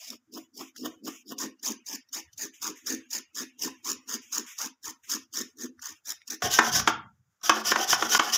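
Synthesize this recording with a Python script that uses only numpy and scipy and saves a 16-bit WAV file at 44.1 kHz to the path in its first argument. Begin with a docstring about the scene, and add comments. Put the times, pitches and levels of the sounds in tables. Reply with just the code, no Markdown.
"""A knife scrapes the skin off carrots over a plastic plate, about four strokes a second: torn fibres hiss,
the carrot resonates with the force and the knife's tip rumbles on the plate; light drags and small clicks join in.
Then a carrot is rubbed up and down a sheet-metal grater: noise through the teeth drives the sheet's modes,
and its foot knocks on the plate. Small dry kitchen as decaying noise bands, very low filtered-noise background,
close microphone with a bright resonance."""
import sys
import numpy as np
from scipy import signal
from scipy.fft import rfft, irfft
from scipy.io import wavfile
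from scipy.ndimage import uniform_filter1d

SR = 44100
rng = np.random.default_rng(int(sys.argv[2]) if len(sys.argv) > 2 else 0)


def ratio_of_db(decibels):
    """Turn decibels (scalar or array-like) into linear amplitude factors; 0 dB maps to 1."""
    return 10 ** (np.asarray(decibels, float) / 20)


def pcm_store(signal):
    """Save signal as 16-bit PCM."""
    levels = np.round(np.clip(np.atleast_2d(signal), -1, 1) * 32767)
    wavfile.write(sys.argv[1], SR, levels.astype(np.int16).T)


N = 369116


def rms_one(x):
    """Normalisation: scale to unit rms."""
    return x / np.sqrt(np.mean(x ** 2) + 1e-20)


def at_hz(points, hz):
    """Interpolation: read a table on a log-frequency axis."""
    table_hz, values = np.array(points).T
    return np.interp(np.log(np.maximum(hz, 1)), np.log(table_hz), values)


def coloured(x, spectrum, unit=True, size=4096):
    """Minimum-phase filtering: causal filter with the given dB spectrum; unit gain for noise if asked."""
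    log_gain = at_hz(spectrum, np.arange(size // 2 + 1) * SR / size) * np.log(10) / 20
    cepstrum = irfft(log_gain)
    cepstrum[1:size // 2] *= 2   # folding the cepstrum forward makes the filter causal
    cepstrum[size // 2 + 1:] = 0
    response = irfft(np.exp(rfft(cepstrum)))
    if unit:
        response = response / np.linalg.norm(response)
    return signal.fftconvolve(x, response)[:N]


def resonate(x, modes):
    """Modal superposition: parallel resonances, unit gain for noise; x may hold one row per mode."""
    out, power = 0, 0
    for k, (hz, width, db) in enumerate(modes):
        r = np.exp(-np.pi * width / SR)
        top = ratio_of_db(db) * (1 - r * r) / 2
        poles = [1, -2 * r * np.cos(2 * np.pi * hz / SR), r * r]
        out = out + (-1) ** k * signal.lfilter([top, 0, -top], poles, x[k % len(x)] + 1e-18)
        power += ratio_of_db(db) ** 2 * np.pi * width / SR
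    return out / np.sqrt(power)


def gliding(x, hz, width):
    """Heterodyning: one resonance whose centre follows a curve, gain 1 on top."""
    turn = np.exp(2j * np.pi * np.cumsum(hz) / SR)
    r = np.exp(-np.pi * width / SR)
    return 2 * np.real(turn * signal.lfilter([1 - r], [1, -r], (x + 1e-18) / turn))


def leaky(x, fall_s):
    """Relaxation: a leaky average that dies away exponentially."""
    return signal.lfilter([1 / (fall_s * SR)], [1, 1 / (fall_s * SR) - 1], x)


def drift(rate_hz):
    """Random fluctuation: noise through a two-pole low-pass, with spread 1."""
    r = np.exp(-2 * np.pi * rate_hz / SR)
    return rms_one(signal.lfilter([1], [1, -2 * r, r * r], rng.standard_normal(N + 9000))[9000:])


def friction(per_s, spread_db, chatter_db, chatter_hz):
    """Stick-slip friction: fibres tear as dense uneven clicks; the tool judders, so they come in clumps."""
    sizes = ratio_of_db(spread_db * np.minimum(rng.exponential(1, N), 4)) * rng.choice([-1, 1], N)
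    torn = rng.random(N) < per_s / SR
    judder = drift(chatter_hz) - drift(chatter_hz / 4) / 2
    return rms_one(sizes * torn * ratio_of_db(chatter_db * judder))


def bursts(times, levels_db, contact_s, rows):
    """Impact: each blow is a short dying rattle of contacts, with a new strength for every row."""
    out, t = np.zeros((rows, N + 2000)), np.arange(2000) / SR
    envelope = t / contact_s * np.exp(1 - t / contact_s)
    for s, db in zip(times, levels_db):
        rattle = envelope * rng.choice([-1, 1], (rows, len(t)))
        i = round(s * SR)
        out[:, i:i + len(t)] += ratio_of_db(db + 1.2 * rng.standard_normal((rows, 1))) * rattle
    return out[:, :N]


def swells(rows):
    """Loading and release: forces that build up exponentially to a peak and let go."""
    t = np.arange(N) / SR
    return sum(ratio_of_db(db) * np.exp(-np.where(t < s, (s - t) / rise, (t - s) / fall))
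               for s, db, rise, fall in rows)


def stroked(s, length, middle_db, gain_db, body_db, arch_db, rise_s, fall_s):
    """Contact force: an arch through each stroke that leans up or down, also weighted for the body."""
    t, tool, body = np.arange(N) / SR, np.zeros(N), np.zeros(N)
    for k in range(len(s)):
        end = s[k] + length[k]
        near = slice(max(round((s[k] - .05) * SR), 0), round((end + .1) * SR))
        onset = np.clip((t[near] - s[k]) / rise_s[k] + .5, 0, 1)
        contact = onset * np.exp(np.minimum(end - t[near], 0) / fall_s)
        arch = np.interp(t[near], [s[k] + 0.0028, end - length[k] / 2, end - .012],
                         [-arch_db - gain_db[k] / 2, 0, -arch_db + gain_db[k] / 2])
        shape = contact ** 2 * ratio_of_db(arch)
        tool[near] += shape * ratio_of_db(middle_db[k])
        body[near] += shape * ratio_of_db(body_db[k])
    return tool, body


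def follows(db, level_db, share):
    """Partial coupling: a part follows only a share of the swing of its cause around -26 dB."""
    return level_db + share * (db + 26.0)


def mirrored(x, lag_s, wander, share):
    """Comb filtering: the plate throws the sound back; the path changes as the hand moves, so notches glide."""
    lag = lag_s * SR * np.exp(wander * drift(5))
    reflection = np.interp(np.arange(N) - lag, np.arange(N), x)
    return (x + share * reflection) / np.sqrt(1 + share ** 2)


# Spectrum of the background. Each row: frequency in Hz, relative level in dB.
ROOM_TONE = [(24, -36.5), (40, -15.5), (87, 5.5), (250, -9.5), (646, -10.5), (1440, -2.5), (2600, -15),
             (5500, -15), (16000, -6.5)]


def room_tone():
    """Stationary noise: a faint coloured background whose level wanders slightly."""
    return ratio_of_db(-60 + 2.0 * drift(5)) * coloured(rng.standard_normal(N), ROOM_TONE)


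# Reverberation of the kitchen. Each row: frequency in Hz, time to fall by 60 dB in seconds.
ROOM_T60 = [(200, 0.33), (1500, 0.41), (6000, 0.3), (14000, 0.13)]


def room(x, wet_db):
    """Diffuse reverberation: octave bands of noise, each dying at its own rate."""
    t, tail = np.arange(SR // 2) / SR, 0
    for low in 100 * 2. ** np.arange(8):
        band = signal.butter(2, [low, min(2 * low, .45 * SR)], "band", fs=SR, output="sos")
        decay = ratio_of_db(-60 * t / at_hz(ROOM_T60, 2.0 * low))
        tail = tail + signal.sosfilt(band, rng.standard_normal(len(t)) * decay * (t > .004))
    return ratio_of_db(wet_db) * signal.fftconvolve(x, tail / np.linalg.norm(tail))[:N]


# Resonances of the plastic plate. Each row: frequency in Hz, width in Hz, relative level in dB.
PLATE = [(249.7, 27, 5.5), (321, 25.4, 4), (408, 115, -4.5)]


def plate(force):
    """Plate radiation: a light plate rings low but radiates little deep bass."""
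    radiated = signal.butter(2, [165, 470], "band", fs=SR, output="sos")
    return signal.sosfilt(radiated, resonate(force, PLATE))


# Thumps of the table under the grater. Each row: peak in seconds, level in dB, rise and fall in seconds.
THUMPS = [(6.44, -39, 0.0058, 0.04), (6.76, -40, 0.051, 0.13), (7.74, -55, 0.066, 0.021),
          (8.05, -57, 0.13, 0.041)]
# Resonances of the table. Each row: frequency in Hz, width in Hz, relative level in dB.
TABLE = [(55.15, 14, -7), (123, 48, 1)]


def table_thumps():
    """Forced vibration: noise under slow swells of force drives the table's low resonances."""
    return resonate([swells(THUMPS) * rng.standard_normal(N)], TABLE)


# Spectrum of steel contacts. Each row: frequency in Hz, relative level per Hz in dB.
TEETH = [(1300, -19), (2200, -13), (2700, -8), (3100, -3.5), (4100, -2.5), (5800, 3), (7000, -7),
         (13000, 1.5)]


def steel_colour(x):
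    """Spectral shaping: the bright colour shared by the grater's teeth and the small steel clicks."""
    return coloured(x, TEETH)


# Small clicks between strokes and at the start of some; the last row is no click but makes the sound begin #
# abruptly where the long carrot begins. Each row: start in seconds, level in dB, brightness in dB.
TICKS = [(0.762, -37, -5.5), (1.594, -50, -1.5), (2.088, -51, 2), (2.33, -53, 6.5), (5.793, -42, -7),
         (6.218, -31.5, -26), (1.381, -36, -4)]


def ticks():
    """Light impact: small clicks with a bright part from the steel and a dull part from the carrot."""
    s, db, bright_db = np.transpose(TICKS)
    steel = steel_colour(bursts(s, db + bright_db + 0.5, 0.003, rows=1)[0])
    return steel + resonate(bursts(s, db - 5.5, 0.00029, rows=1), [(1600, 700, 0)])


# Blade dragged lightly back up the carrot.
# Each row: start in seconds, length in seconds, level in dB, resonance of the hollow in Hz.
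DRAGS = [(0.0, 0.18, -44, 2530), (0.39, 0.084, -50.5, 1900), (0.592, 0.13, -44, 2430),
         (0.872, 0.14, -52, 2430), (1.072, 0.16, -42.5, 2600), (2.536, 0.088, -47.5, 2440),
         (2.756, 0.11, -48, 1740), (2.954, 0.25, -56.5, 2180), (3.453, 0.19, -57.5, 2182),
         (3.7, 0.18, -53.5, 2400), (4.02, 0.12, -61, 2395), (4.216, 0.28, -48.5, 2870),
         (4.464, 0.13, -40.5, 2130), (5.035, 0.23, -47, 1426), (5.43, 0.11, -50, 2386),
         (5.884, 0.12, -49.5, 2410)]


def drags():
    """Cavity resonance: smooth friction sounds in the hollow between blade and carrot, plus edge hiss."""
    out, noise = np.zeros(N), rng.standard_normal(N) * ratio_of_db(1.3 * drift(25))
    for s, length, db, hollow_hz in DRAGS:
        near = slice(round(s * SR), round((s + length) * SR))
        count = near.stop - near.start
        fading = ratio_of_db(db + np.linspace(0, -10.5, count))   # dies away along its length
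        rubbed = fading * np.hanning(count) ** 0.058 * noise[near]
        out[near] += resonate([rubbed], [(1100, 800, -5), (hollow_hz, 1600, 0), (3700, 1500, -4),
                                         (5600, 2500, -6), (14500, 5000, -1)])
    return mirrored(out, lag_s=.0007, wander=0.32, share=0.07)


# Resonances of the grater's sheet. Each row: frequency in Hz, width in Hz, relative level in dB.
GRATER = [(233.8, 5, -1), (398, 38, -4), (759, 47, 0), (845, 21, -5), (1095, 140, -7.5), (1278, 39, -8),
          (1410, 27, 1.5), (1567, 36, -4.5), (1758, 45, 0), (3070, 140, -5), (3304, 110, -12)]
LOW_MODES = np.array(GRATER)[:, :1] < 900


def bent_sheet(force):
    """Stress-shifted modes: the grater's resonances each slide a little as the hand presses."""
    out, power = 0, 0
    for k, (hz, width, db) in enumerate(GRATER):
        bent_hz = hz * np.exp(.04 * drift(3.9))
        out = out + (-1) ** k * ratio_of_db(db) * gliding(force[k], bent_hz, width)
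        power += ratio_of_db(db) ** 2 * np.pi * width / SR
    return out / np.sqrt(power)


# Strokes on the grater, strong ones down and light ones back. Each row: start in seconds,
# length in seconds, teeth hiss at mid-stroke in dB, gain from start to end in dB.
RUBS = [(6.42, 0.088, -28.5, -13), (6.505, 0.075, -19.5, 1.5), (6.604, 0.088, -30.5, 14.5),
        (6.716, 0.088, -19.5, 4.5), (6.87, 0.061, -38, -38), (7.431, 0.058, -26.5, 6), (7.514, 0.1, -35, 4),
        (7.64, 0.076, -22.5, 10.5), (7.735, 0.11, -32, 16.5), (7.868, 0.076, -20.5, 9),
        (7.968, 0.1, -31.5, 9), (8.086, 0.09, -20, 5), (8.173, 0.13, -34.5, 17), (8.316, 0.043, -19.5, 11)]
SHEET_DB, SHEET_FOLLOWS = -34, 0.51   # sheet level at a -26 dB stroke; share of the teeth's swing


def rubbing():
    """Friction excitation: teeth shred the carrot and the same force drives the sheet and shakes the foot."""
    s, length, db, gain_db = np.transpose(RUBS)
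    rise_s = np.where(np.diff(s, prepend=0) > .3, .004, .02)   # abrupt start after a pause
    teeth, sheet = stroked(s, length, db, gain_db, follows(db, SHEET_DB, SHEET_FOLLOWS),
                           arch_db=7.5, rise_s=rise_s, fall_s=0.016)
    lagging = uniform_filter1d(sheet, size=1500, origin=600)
    shake = ratio_of_db(-16.0) * lagging * friction(1500, spread_db=3.0, chatter_db=7.5, chatter_hz=30)
    teeth = ratio_of_db(0.5) * teeth * friction(15000, spread_db=-1.0, chatter_db=1.5, chatter_hz=149)
    sheet = sheet * friction(5000, spread_db=1.0, chatter_db=2.5, chatter_hz=60)
    # +1 on strong strokes, -1 on light ones: the low sheet modes are freer on light strokes
    pressed = np.interp(np.arange(N) / SR, s + length / 2, np.sign(db - db.mean()))
    wander = np.array([drift(11) for _ in GRATER])
    return teeth, sheet * ratio_of_db(2.74 * wander - 7 * LOW_MODES * pressed), shake


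# Grater knocking on the plate. Each row: start in seconds, level in dB,
# treble relative to it in dB, plate thud relative to it in dB.
KNOCKS = [(6.421, -28, -19, -12), (6.587, -12, -12.5, -9), (6.665, -31.5, 0, -8), (6.797, -28.5, -7.5, -17),
          (6.874, -13.5, -34, -9), (7.413, -55.5, 6, -19.5), (7.494, -11.5, -5, -8),
          (7.717, -16, -20.5, -12), (7.758, -21, -29, -7), (7.897, -34, -6, -16), (7.928, -16.5, -2.5, -34),
          (8.023, -21.5, -21, -3), (8.148, -15.5, 1, -22), (8.194, -16, -27.5, -11)]


def knocking():
    """Impact excitation: every knock gives a dry clack, a crack of treble, sheet blows and a plate thud."""
    s, db, treble_db, thud_db = np.transpose(KNOCKS)
    # the knocks strike the low sheet modes less
    blows = bursts(s, db + 1.5, 0.00085, rows=len(GRATER)) * ratio_of_db(-3.5 * LOW_MODES)
    clack = resonate(bursts(s, db, 0.0028, rows=2), [(1110, 516, -0.036), (1440, 320, -2)])
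    crack = bursts(s, db + treble_db, 0.0011, rows=1)[0]
    thud = bursts(s, db + thud_db, 0.00069, rows=len(PLATE))
    return clack, crack, blows, thud


def grater():
    """Coupled vibration: rubbing and knocking drive the same sheet and plate, over table thumps."""
    teeth, sheet, shake = rubbing()
    clack, crack, blows, thud = knocking()
    hiss = mirrored(steel_colour(teeth + crack), lag_s=0.00052, wander=0.41, share=0.4)
    return hiss + clack + bent_sheet(sheet + blows) + plate(shake + thud) + table_thumps()


CARROT_CHANGE_S = 1.372   # a short carrot before, a long one after
SHORT = np.arange(N) < CARROT_CHANGE_S * SR
# Short bursts, some negligible, of the edge's hiss.
# Each row: time in seconds, height of the burst in dB.
EDGE_BURSTS = [(.104, 20), (1.42, 0), (1.432, 5), (1.672, 3.5), (3.373, 6), (3.406, 5.5), (3.636, 1),
               (3.917, 12), (4.128, -1), (4.141, 11), (4.336, 5), (4.381, 13.5), (5.386, -0.5)]
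# Near the tip the blade skips and briefly leaves the skin.
# Each row: time in seconds, level relative to the stroke in dB, half length in seconds.
SKIPS = [(5.834, -15, 0.0015), (5.849, -5, 0.0022), (5.879, -12.5, 0.0028), (6.098, -11, 0.0025),
         (6.118, -14, 0.0022), (6.294, -35, 0.006), (6.317, -25, 0.0013), (6.338, -22, 0.0011)]


def edge_flicker():
    """Amplitude modulation: Gaussian bumps and dips, in dB, of the edge's level."""
    t, flicker_db = np.arange(N) / SR, np.zeros(N)
    short_bursts = [(at, db, .0022) for at, db in EDGE_BURSTS]
    for at, more_db, half_s in short_bursts + list(SKIPS):
        near = slice(round((at - .02) * SR), round((at + .02) * SR))
        flicker_db[near] += more_db * np.exp(-((t[near] - at) / half_s) ** 2)
    return flicker_db


# Spectrum of the knife's edge. Each row: frequency in Hz, relative level per Hz in dB.
EDGE = [(1300, -46), (2200, -12), (3400, -6.5), (5200, -0.5), (6000, -5.5), (6700, -4), (11000, 0.5),
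        (14800, 8)]


def edge_hiss(edge, progress):
    """Friction noise through a gliding resonance: the blade's ring climbs in strokes on the long carrot."""
    torn = edge * friction(11000, spread_db=4.0, chatter_db=3.0, chatter_hz=70)
    hiss = coloured(ratio_of_db(3.0) * torn, EDGE)
    blade_hz = np.where(SHORT, 5200, 6090 + progress * (6300 - 6090))
    return hiss + ratio_of_db(5.5) * gliding(hiss, blade_hz * np.exp(0.013 * drift(14.0)), width=1130)


def sliding_off(edge):
    """Relaxing friction: the blade slides off softly after each stroke."""
    trail = ratio_of_db(-22) * 3.6 * leaky(edge, .036) * rng.standard_normal(N)
    return resonate([trail], [(2600, 2800, 3.5), (5560, 5600, -5), (11000, 7800, 3.0)])


def brushing(edge):
    """Lingering friction: the blade keeps brushing the thick part of the long carrot."""
    tip_from_s = 4.6   # from here the blade works near the thin tip and lifts clear between strokes
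    thick = edge * ~SHORT * (np.arange(N) / SR < tip_from_s)
    linger = ratio_of_db(-19) * leaky(thick, .15) * rng.standard_normal(N)
    return resonate([linger], [(1600, 1400, 2.5), (2900, 1600, -1), (5600, 2600, -10.5)])


# Resonances of the short and the long carrot. Each row: frequency in Hz, width in Hz, relative level in dB.
SHORT_CARROT = [(660, 110, -13.5), (1084, 180, -19), (1290, 250, -24.5), (1850, 45, -29),
                (2940, 470, -29.5), (14800, 1200, -18.5)]
CARROT = [(794, 79, -12), (1015, 317, -2), (1716, 226, -3), (1815, 97, 0)]


def carrot_body(force, knock):
    """Body resonance: friction force drives the carrot; the short one also knocks along with its tip."""
    force = np.where(SHORT, 0.69 * force + 2.5 * knock, force)
    force = force * friction(3000, spread_db=-7.0, chatter_db=0.5, chatter_hz=60.6)
    long_rows = [force * ~SHORT * ratio_of_db(drift(8.7)) for _ in CARROT]
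    return resonate([force * SHORT], SHORT_CARROT) + resonate(long_rows, CARROT)


def tip_rumble(push):
    """Forced plate vibration: the tip's push rumbles, and the plate keeps rocking afterwards."""
    push = push + 0.084 * leaky(push, .05)
    return plate([ratio_of_db(2.0) * push * friction(1500, spread_db=3.0, chatter_db=0.0, chatter_hz=29.8)])


# Knife strokes. Each row: start in seconds, length in seconds, edge hiss at mid-stroke in dB,
# gain from start to end in dB, push of the tip on the plate in dB.
STROKES = [(0.0, 0.16, -44, -5.5, -48.5), (0.319, 0.069, -41.5, -0.5, -41.5),
           (0.534, 0.094, -46, 10, -42.5), (0.752, 0.13, -46, -2, -33), (1.036, 0.053, -41, 11, -38),
           (1.252, 0.084, -45, 5, -41), (1.383, 0.082, -28.5, -5.5, -35.5),
           (1.627, 0.099, -28.5, -5.5, -37.5), (1.859, 0.1, -33, 10, -45), (2.125, 0.079, -30.5, 0.5, -47),
           (2.377, 0.092, -32.5, -2, -44), (2.615, 0.1, -31, -11, -39), (2.859, 0.092, -26.5, -5, -35.5),
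           (3.104, 0.085, -28.5, -2, -46.5), (3.348, 0.086, -28.5, 2, -42), (3.585, 0.098, -30.5, 9.5, -38),
           (3.842, 0.09, -29, -1.5, -39), (4.075, 0.09, -30, 0.5, -41), (4.318, 0.097, -31, -7, -42),
           (4.578, 0.095, -29, -2, -48), (4.828, 0.082, -34, 3, -47), (5.082, 0.085, -29.5, 5.5, -43.5),
           (5.327, 0.097, -31, 5, -39.5), (5.565, 0.1, -40, 12, -40), (5.817, 0.11, -36, -12, -58),
           (6.048, 0.074, -32, 15.5, -56.5), (6.273, 0.079, -31, -1.5, -48)]
# body level at a -26 dB stroke; share of the edge's swing
SHORT_CARROT_DB, LONG_CARROT_DB, CARROT_FOLLOWS = -39.5, -37.5, 0.73


def knife():
    """Friction-driven resonators: the edge hisses, the carrot sounds with the force, its tip rumbles."""
    s, length, db, gain_db, push_db = np.transpose(STROKES)
    on_short = s < CARROT_CHANGE_S
    body_db = follows(db, np.where(on_short, SHORT_CARROT_DB, LONG_CARROT_DB), CARROT_FOLLOWS)
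    rise_s = np.where(on_short, .016, .012)   # the blade bites faster into the long carrot
    edge, body = stroked(s, length, db, gain_db, body_db, arch_db=8.5, rise_s=rise_s, fall_s=0.0022)
    slide = sliding_off(edge)
    flicker_db = edge_flicker()
    edge = edge * ratio_of_db(flicker_db)
    body = uniform_filter1d(body, size=700, origin=300) * ratio_of_db(flicker_db / 2)   # the body lags the edge
    stroke_ends = np.ravel([s, s + length], order="F")
    progress = np.interp(np.arange(N) / SR, stroke_ends, np.tile([0, 1], len(s)))
    push_s = s + 0.82 * length   # the push peaks late in the stroke
    push = swells([(at, level, 0.03, 0.013) for at, level in zip(push_s, push_db)])
    knock = swells([(at, level, .008, .008) for at, level in zip(push_s, push_db)])
    near_plate = edge_hiss(edge, progress) + slide + brushing(edge) + carrot_body(body, knock)
    return mirrored(near_plate, lag_s=0.000637, wander=0.3494, share=0.69) + tip_rumble(push)


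def scene():
    """Superposition: both jobs in the same spot over a faint room tone; the level dips briefly once."""
    peeling, grating = knife() + drags() + ticks(), grater()
    kitchen = room(peeling, wet_db=-13.0) + room(grating, wet_db=-11.0)
    t = np.arange(N) / SR
    dip_s, dip_length_s, dip_db, ramp_s = 8.181, 0.01, -17, 0.00076
    inside = np.minimum(t - dip_s, dip_s + dip_length_s - t)
    dip = ratio_of_db(dip_db * np.clip(inside / ramp_s + .5, 0, 1))
    return (dip * (peeling + grating + kitchen + room_tone()))[None]


def suppress(x, margin_db, least_db, size=768):
    """Spectral subtraction: bands lose power set by their quietest moments; tails break into thin patches."""
    hz, s, cells = signal.stft(x, SR, nperseg=size, noverlap=size * 3 // 4)
    power = uniform_filter1d(np.abs(cells) ** 2, size=7, axis=1) + 1e-20
    noise = uniform_filter1d(np.percentile(power, 4, axis=1), size=9)[:, None]
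    gain = np.maximum(1 - ratio_of_db(margin_db) ** 2 * noise / power, ratio_of_db(least_db))
    return signal.istft(cells * gain, SR, nperseg=size, noverlap=size * 3 // 4)[1][:N]


# Response of the microphone. Each row: frequency in Hz, gain in dB.
MICROPHONE = [(3700, 1.5), (4300, -5.5), (4750, 3.5), (7000, 8.5), (7500, -0.5), (8300, -8.5),
              (15300, -9.5), (15900, -28), (17000, -94.5)]


def microphone(x):
    """Transducer response: the microphone's bright resonance and steep treble loss."""
    return coloured(x, MICROPHONE, unit=False)


def low_pass(x):
    """Removes everything above the highest recorded frequency."""
    return signal.sosfilt(signal.butter(12, 16860, fs=SR, output="sos"), x)


def record(dry):
    """Signal chain: microphone colour, saturation of peaks, low cut, noise suppressor."""
    heard = microphone(dry[0])
    rounded = .62 * np.tanh(heard / .62)
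    cut = signal.sosfilt(signal.butter(2, 50, "high", fs=SR, output="sos"), rounded)
    cleaned = suppress(cut, margin_db=8, least_db=-19)
    return low_pass(cleaned[None])


dry = scene()
out = record(dry)
pcm_store(out)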